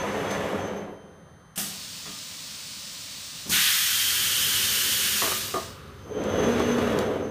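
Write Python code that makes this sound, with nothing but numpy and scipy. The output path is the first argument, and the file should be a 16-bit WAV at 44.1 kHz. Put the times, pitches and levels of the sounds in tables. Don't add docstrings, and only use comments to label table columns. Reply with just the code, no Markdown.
import sys
import numpy as np
from scipy import signal
from scipy.fft import rfft, irfft, next_fast_len
from scipy.io import wavfile
from scipy.ndimage import uniform_filter1d

SR = 44100
rng = np.random.default_rng(int(sys.argv[2]) if len(sys.argv) > 2 else 0)


def bounce(signal):
    frames = np.transpose(np.atleast_2d(signal))
    limited = np.clip(frames, -1, 1)
    pcm = np.round(limited * 32767).astype(np.int16)
    wavfile.write(sys.argv[1], SR, pcm)


N = 321930
TIME = np.arange(N) / SR

# start in seconds, run-up in seconds, cruise in seconds, braking in seconds,
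# torque ripple at full speed in Hz, rumble level in dB, rush level in dB.
MOVES = [(-.5, 0.42, 0.53, 0.506, 200, -32, -32), (6.075, .39, 0.43, 0.45, 240.6, -27.5, -31.5)]
# frequency in Hz, relative level in dB per Hz.
FIRST_MOVE_COLOUR = [(120, -37), (150, -9), (190, 1), (245, -7), (280, -3), (320, -5), (370, -1.5),
                     (540, 0.5), (640, -5), (850, -9.5), (1900, -16.5), (3300, -25.5), (4800, -34),
                     (6000, -33), (15000, -47)]
# frequency in Hz, relative level in dB per Hz.
SECOND_MOVE_COLOUR = [(130, -16.5), (190, -6), (250, -3), (310, -6), (400, 1.5), (500, 0), (650, -7),
                      (800, -13.5), (1400, -13.5), (2500, -21.5), (3400, -23.5), (4900, -33.5), (6200, -32),
                      (7600, -38), (15000, -43.5)]
# multiple of the switching rate,
# number of ripple steps above it (minus: below), relative level in dB.
WHINE_SIDEBANDS = [(1, -1, -0.5), (1, 1, 0.5), (1, 2, -21)]
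# time in seconds, level in dB.
SERVO_WHINE = [
    [(0.0, -45), (0.082, -53), (0.256, -59), (0.332, -46), (0.462, -65), (0.544, -63), (0.664, -53),
     (0.722, -63), (0.798, -55), (0.862, -71), (0.912, -80), (0.95, -92)],
    [(6.0, -82), (6.046, -66), (6.438, -41), (6.572, -50), (6.726, -44), (6.752, -51), (6.926, -51),
     (6.958, -79), (6.988, -49), (7.14, -70), (7.23, -57), (7.3, -63)],
]
# multiple of the switching rate, level in dB.
HOLDING_WHINE = [(1, -73.5), (2, -69), (3, -74.5), (4, -95)]
# frequency in Hz, relative level in dB per Hz.
JET_COLOUR = [(900, -21), (2500, -35), (4200, 1.5), (6700, 2.5), (7600, -1.5), (8900, 1.5), (9900, 0),
              (10400, -6), (11000, -1.5), (13300, -0.5), (15300, -2)]
# frequency in Hz, relative level in dB per Hz.
PORT_COLOUR = [(400, -57), (750, -21), (1100, -13), (1500, -2.5), (1750, -3), (2150, -4.5), (2650, -1.5),
               (3080, 0.5), (3450, -0.5), (4000, -4), (5500, -20)]
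# start in seconds, level in dB, time to fall 60 dB in seconds.
VALVE_SPITS = [(1.558, -35, 0.28), (1.576, -28, 0.61), (3.477, -38, .12)]
# frequency in Hz, relative level in dB per Hz.
SPIT_COLOUR = [(400, -25), (760, 3), (1020, -24), (1400, -2), (2300, -8.5), (2950, 2), (4200, -7),
               (6200, 2), (7200, -2.5), (8600, 3.5), (10400, -3), (11400, -0.5), (15300, -3.5)]
# frequency in Hz, relative level in dB per Hz.
PURGE_COLOUR = [(110, -6), (175, -8.5), (260, -2.5), (350, -17), (600, -6), (760, -16.5), (1000, -9),
                (1500, -10), (2200, -5.5), (3200, -1), (4600, 1.5), (9200, -5.5), (10400, -14.5),
                (13200, -16.5), (15300, -6)]
# frequency in Hz, relative level in dB per Hz.
SLIDE_COLOUR = [(120, -22), (230, -0.5), (310, -11.5), (380, -0.5), (450, -10), (535, -4.5), (600, -15.5),
                (850, -19), (1200, -7), (1700, -18.5), (5000, -27.5)]
# start in seconds, strength in dB, low thud level in dB,
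# time to fall 60 dB in seconds, brightness (lowpass) in Hz.
FRAME_BLOWS = [(0.303, -40, -38, .2, 900), (1.575, -43, -37.5, 0.71, 2000), (2.056, -42.5, -56, 0.38, 5000),
               (2.081, -49, -45, 0.27, 584), (3.457, -35.5, -39, 0.27, 500), (3.492, -37, -38, 0.59, 1010),
               (5.219, -20.5, -40, 0.094, 2200), (5.236, -25, -48, 0.29, 2000),
               (5.274, -26.5, -50, .1, 2200), (5.314, -26, -42, 0.14, 1790), (5.54, -17.5, -50, 0.07, 1030),
               (5.558, -24.5, -40, 0.31, 970), (6.389, -25, -24, 0.26, 600), (6.6, -16.5, -23, 0.055, 945),
               (6.783, -18.5, -23, .1, 645), (6.965, -27, -35, 0.19, 1500)]
# frequency in Hz, width in Hz, relative level in dB.
FRAME_MODES = [(380, 59, -2.5), (476, 43, -7), (647, 140, -3), (878, 140, -4.5), (1130, 60, -0.5),
               (1400, 95, -5.5), (1800, 520, -1)]
# frequency in Hz, width in Hz, relative level in dB.
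ROD_MODES = [(660, 8, -6), (1215, 11, -2)]
# frequency in Hz, relative level in dB per Hz.
THUD_COLOUR = [(50, -17), (110, -15), (170, 4.5), (250, -4.5), (400, -13)]
# start in seconds, level in dB, time to fall 60 dB in seconds.
METAL_TICKS = [(.306, -37.5, 0.042), (.31, -42, 0.31), (6.237, -40, .04), (6.594, -38, .08),
               (6.782, -39, 0.11), (6.988, -21, 0.014)]
# frequency in Hz, relative level in dB per Hz.
TICK_COLOUR = [(1500, -30), (3500, 4.5), (5000, 0), (6600, -1), (7600, -2), (9000, -7), (15000, -12)]
# frequency in Hz, relative level in dB per Hz.
THRUM_COLOUR = [(20, -36), (40, -18), (55, -7), (72, -2.5), (85, 2.5), (100, 3.5), (120, -1.5), (150, -2.5),
                (220, -21)]
# frequency in Hz, relative level in dB per Hz.
SHOP_COLOUR = [(50, -7), (100, -26), (160, 6.5), (240, -6), (310, -12.5), (570, -18), (800, -12),
               (1200, -8), (1900, -13.5), (2400, -28), (4000, -24), (6000, -37), (15000, -40)]

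EASING_S = 0.14
RUMBLE_LAW, RUSH_LAW, SIZZLE_LAW = 0.57, 1.0, 1.74
SIZZLE_HZ = 4430
PULL_DB, BRAKE_DB = 4, 2.5

SWITCHING_HZ = 3124.7
HUM_DB, HUM_LAW = -24, 0.43
BEAM_HZ, BEAM_WIDTH_HZ = 236, 10.2
SIDEBAND_DB, SIDEBAND_LAW = -53.5, 1.1
SIDEBAND_PULL_DB = 7
OVERTONE_DB, OVERTONE_LAW = -68, 0.5
SETTLE_DB, SETTLE_S = -68.5, 0.064

BLAST_OPENS_S = 3.492
JET_DB, JET_SURGE_DB, JET_RISE_S = -26, 2.5, 0.038
PORT_DB, PORT_SURGE_DB, PORT_RISE_S = -30, 7, 0.046
SURGE_S, BLAST_HOLD_S, BLAST_FADE_S = 0.093, 1.672, 0.28
CRACK_SHARE = 0.83
LEAK_DB = -64.5
EDGE_DB, EDGE_SWELL_S, EDGE_HOLD_S, EDGE_FADE_S = -0.5, 0.6, 0.59, 0.89
EDGE_HZ, EDGE_SHARP_HZ, EDGE_SAG_S = 2990, 380, 0.73

PURGE_DB, PURGE_ENDS_S, PURGE_FADE_S = -38.5, 5.56, 0.14
SLIDE_STARTS_S, SLIDE_RISE_S, SLIDE_HOLD_S, SLIDE_FALL_S, SLIDE_DB = 3.72, 0.83, 0.98, 1, -43.5

IDLE_THRUM_DB, RISEN_THRUM_DB, TRAVEL_THRUM_DB = -58, -49.5, -13.5
JOLT_DB, JOLT_T60_S = -45.5, 0.72

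HALL_T60_S = 1.97
CUTOFF_HZ = 15280


def from_db(db):
    return 10 ** (np.asarray(db) / 20)


def rms_one(x):
    return x / np.sqrt(np.mean(x ** 2) + 1e-20)


def drift(rate_hz):
    r = np.exp(-80 * np.pi * rate_hz / SR)
    raw = rng.standard_normal(N // 40 + 2002)
    slow = signal.lfilter([1], [1, -2 * r, r * r], raw)[2000:]
    return np.interp(np.arange(N) / 40, np.arange(len(slow)), rms_one(slow))


def noise(colour):
    size = next_fast_len(N)
    octave = np.log2(np.maximum(np.arange(size // 2 + 1) * SR / size, 1))
    hz, db = np.transpose(colour)
    points = np.log2(hz)
    beyond = np.maximum(points[0] - octave, 0) + np.maximum(octave - points[-1], 0)
    gain = from_db(np.interp(octave, points, db) - 24 * beyond)
    spectrum = rfft(rng.standard_normal(size)) * gain
    return rms_one(irfft(spectrum, size)[:N])


def lowpass(x, hz, order=2):
    sos = signal.butter(order, min(hz, 0.45 * SR), fs=SR, output="sos")
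    return signal.sosfilt(sos, x + 1e-18)


def resonate(x, hz, width_hz):
    r = np.exp(-np.pi * width_hz / SR)
    feed = np.sqrt((1 - r * r) / 2) * np.array([1, 0, -1])
    feedback = [1, -2 * r * np.cos(2 * np.pi * hz / SR), r * r]
    return signal.lfilter(feed, feedback, x + 1e-18)


def phase_of(hz):
    return 2 * np.pi * np.cumsum(hz) / SR


def unsteady_tone(phase, width_hz):
    return drift(width_hz) * np.cos(phase) + drift(width_hz) * np.sin(phase)


def opens(at_s, rise_s=0.0056):
    return np.clip((TIME - at_s) / rise_s, 0, 1)


def empties(at_s, fade_s):
    return np.exp(-(np.maximum(TIME - at_s, 0) / fade_s) ** 2)


def swell(start_s, rise_s, hold_s, fall_s):
    corners = start_s + np.cumsum([0, rise_s, hold_s, fall_s])
    return np.interp(TIME, corners, [0, 1, 1, 0])


def bursts(rows):
    total = np.zeros(N)
    for start_s, db, t60 in rows:
        fall_db = 60 * np.clip((TIME - start_s) / t60, 0, 3)
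        total += opens(start_s, rise_s=0.001) * from_db(db - fall_db)
    return total


def level(rows, fade_s=0.08):
    s, db = np.transpose(rows)
    outside = np.maximum(s[0] - TIME, 0) + np.maximum(TIME - s[-1], 0)
    return from_db(np.interp(TIME, s, db)) * np.exp(-outside / fade_s)


def lingers(gain, hall_db):
    r = from_db(-120 / (HALL_T60_S * SR))
    tail_power = signal.lfilter([1 - r], [1, -r], gain ** 2 + 1e-18)
    return np.sqrt(gain ** 2 + from_db(hall_db) ** 2 * tail_power)


def speed_of(move):
    return np.maximum(uniform_filter1d(swell(*move[:4]), size=max(int(EASING_S * SR), 1)), 0)


def gantry(move, colour, rumble_rough_db, rush_rough_db, surge_db=1.0):
    start, run_up, cruise, braking, ripple_hz, rumble_db, rush_db = move
    speed = speed_of(move)
    pull = np.gradient(speed, TIME) * run_up
    strain_db = PULL_DB * np.maximum(pull, 0) + BRAKE_DB * np.maximum(-pull, 0) + surge_db * drift(22)
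    rumble = lowpass(noise(colour), 890)
    rush = signal.sosfilt(signal.butter(2, 800, "high", fs=SR, output="sos"), noise(colour))
    jolts = drift(46)
    rumble = rms_one(rumble * from_db(rumble_rough_db * jolts))
    rush = rms_one(rush * from_db(rush_rough_db * jolts))
    dull = lowpass(rush, SIZZLE_HZ, order=1)
    sizzle = rush - dull
    rumble_gain = from_db(rumble_db + strain_db) * lingers(speed ** RUMBLE_LAW, hall_db=-7.5)
    rushing = lingers(speed ** RUSH_LAW, hall_db=-16) * dull + speed ** SIZZLE_LAW * sizzle
    return rumble_gain * rumble + from_db(rush_db) * rushing


def motors(wobble=0.0044, overtone_db=-6):
    speed = sum(speed_of(move) for move in MOVES)
    ripple_hz = sum(move[4] * speed_of(move) for move in MOVES)
    ripple = phase_of(ripple_hz * (1 + wobble * drift(8.5)))
    beam = 1 / np.hypot(1, 2 * (ripple_hz - BEAM_HZ) / BEAM_WIDTH_HZ)
    hum = from_db(1.7 * drift(4)) * (np.sin(ripple) + from_db(overtone_db) * np.sin(2 * ripple))
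    switching = 2 * np.pi * SWITCHING_HZ * TIME
    whine = np.zeros(N)
    for multiple, side, db in WHINE_SIDEBANDS:
        whine += from_db(db) * unsteady_tone(multiple * switching + side * ripple, width_hz=13.4)
    pull = np.maximum(np.gradient(speed), 0)
    whine_db = SIDEBAND_DB + SIDEBAND_PULL_DB * pull / pull.max()
    humming = from_db(HUM_DB) * speed ** HUM_LAW * beam * hum
    return humming + from_db(whine_db) * speed ** SIDEBAND_LAW * whine


def servos(waver_db=3.4):
    phase = 2 * np.pi * SWITCHING_HZ * TIME
    whine_gain = sum(level(rows) for rows in SERVO_WHINE) * from_db(waver_db * drift(14))
    whine = whine_gain * np.sin(2 * phase + 0.23 * drift(25))
    speed = sum(speed_of(move) for move in MOVES)
    overtone = from_db(OVERTONE_DB) * speed ** OVERTONE_LAW * unsteady_tone(4 * phase, width_hz=28)
    settling_gain = np.zeros(N)
    for move in MOVES:
        for edge_s in (move[0] - 2 * SETTLE_S, sum(move[:4]) - SETTLE_S / 2):
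            settling_gain += swell(edge_s, SETTLE_S, 0, 2 * SETTLE_S)
    settling = from_db(SETTLE_DB) * settling_gain * np.sin(phase)
    holding = sum(from_db(db) * np.sin(multiple * phase) for multiple, db in HOLDING_WHINE)
    return np.sqrt(2) * (whine + overtone + settling + holding)


def exhaust():
    age = np.maximum(TIME - BLAST_OPENS_S, 0)
    surge = age / SURGE_S * np.exp(1 - age / SURGE_S)
    pressure = empties(BLAST_OPENS_S + BLAST_HOLD_S, BLAST_FADE_S)
    edge_hz = EDGE_HZ + EDGE_SHARP_HZ * np.exp(-age / EDGE_SAG_S)
    edge_gain = from_db(EDGE_DB) * swell(BLAST_OPENS_S, EDGE_SWELL_S, EDGE_HOLD_S, EDGE_FADE_S)
    edge = edge_gain * unsteady_tone(phase_of(edge_hz), width_hz=174)
    ringing = from_db(PORT_DB + PORT_SURGE_DB * surge) * opens(BLAST_OPENS_S, PORT_RISE_S) * pressure
    port = lingers(ringing, hall_db=-14) * rms_one(noise(PORT_COLOUR) + edge)
    valve = CRACK_SHARE * opens(BLAST_OPENS_S) + (1 - CRACK_SHARE) * opens(BLAST_OPENS_S, JET_RISE_S)
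    jet_gain = from_db(JET_DB + JET_SURGE_DB * surge) * pressure + from_db(LEAK_DB)
    jet = jet_gain * valve * noise(JET_COLOUR)
    return (jet + port) * from_db(0.43 * drift(29))


def knocks(impact_db=19.5):
    force = np.zeros(N)
    for start_s, db, thud_db, t60, bright_hz in FRAME_BLOWS:
        blow = bursts([(start_s, db, t60)]) * rng.standard_normal(N)
        blow[int(start_s * SR)] += from_db(db + impact_db)
        force += lowpass(blow, bright_hz)
    ring = np.zeros(N)
    for k, (hz, width_hz, db) in enumerate(FRAME_MODES + ROD_MODES):
        ring += (-1) ** k * from_db(db - 5.5) * resonate(force, hz, width_hz)
    thuds = bursts([(start_s, thud_db, t60) for start_s, db, thud_db, t60, bright_hz in FRAME_BLOWS])
    return ring + thuds * noise(THUD_COLOUR)


def ticks():
    return bursts(METAL_TICKS) * noise(TICK_COLOUR)


def slide():
    gain = swell(SLIDE_STARTS_S, SLIDE_RISE_S, SLIDE_HOLD_S, SLIDE_FALL_S)
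    return from_db(SLIDE_DB) * gain * noise(SLIDE_COLOUR)


def purge():
    valve = opens(VALVE_SPITS[1][0]) * empties(PURGE_ENDS_S, PURGE_FADE_S)
    flow = lingers(valve, hall_db=-29)
    stream = from_db(PURGE_DB) * flow * noise(PURGE_COLOUR) * from_db(0.084 * drift(24))
    return stream + bursts(VALVE_SPITS) * noise(SPIT_COLOUR)


def thrum(rise_s=0.55):
    rolling = lingers(sum(from_db(move[5]) * speed_of(move) for move in MOVES), hall_db=-10)
    standing = from_db(IDLE_THRUM_DB) + from_db(RISEN_THRUM_DB) * opens(SLIDE_STARTS_S, rise_s)
    jolt = bursts([(BLAST_OPENS_S, JOLT_DB, JOLT_T60_S)])
    return (standing + from_db(TRAVEL_THRUM_DB) * rolling + jolt) * noise(THRUM_COLOUR)


def shop_floor():
    return from_db(-55) * noise(SHOP_COLOUR)


def panels(x, count=24):
    out = x.copy()
    delays_s = rng.uniform(0.001, 0.03, count)
    gains = rng.choice([-0.085, 0.085], count)
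    for delay_s, gain in zip(delays_s, gains):
        lag = int(delay_s * SR)
        out[lag:] += gain * x[:-lag]
    return out * np.std(x) / np.std(out)


def scene():
    travel = (gantry(MOVES[0], FIRST_MOVE_COLOUR, rumble_rough_db=-0.1, rush_rough_db=0.4)
              + gantry(MOVES[1], SECOND_MOVE_COLOUR, rumble_rough_db=0.1, rush_rough_db=1.0))
    drives = motors() + servos() + thrum()
    rack = slide() + knocks() + ticks()
    echoed = panels(travel + rack + purge() + exhaust())
    mono = echoed + drives + shop_floor()
    return np.array([mono, mono])


def record(dry):
    return signal.sosfilt(signal.ellip(12, 0.1, 80, CUTOFF_HZ, fs=SR, output="sos"), dry)


dry = scene()
out = record(dry)
bounce(out)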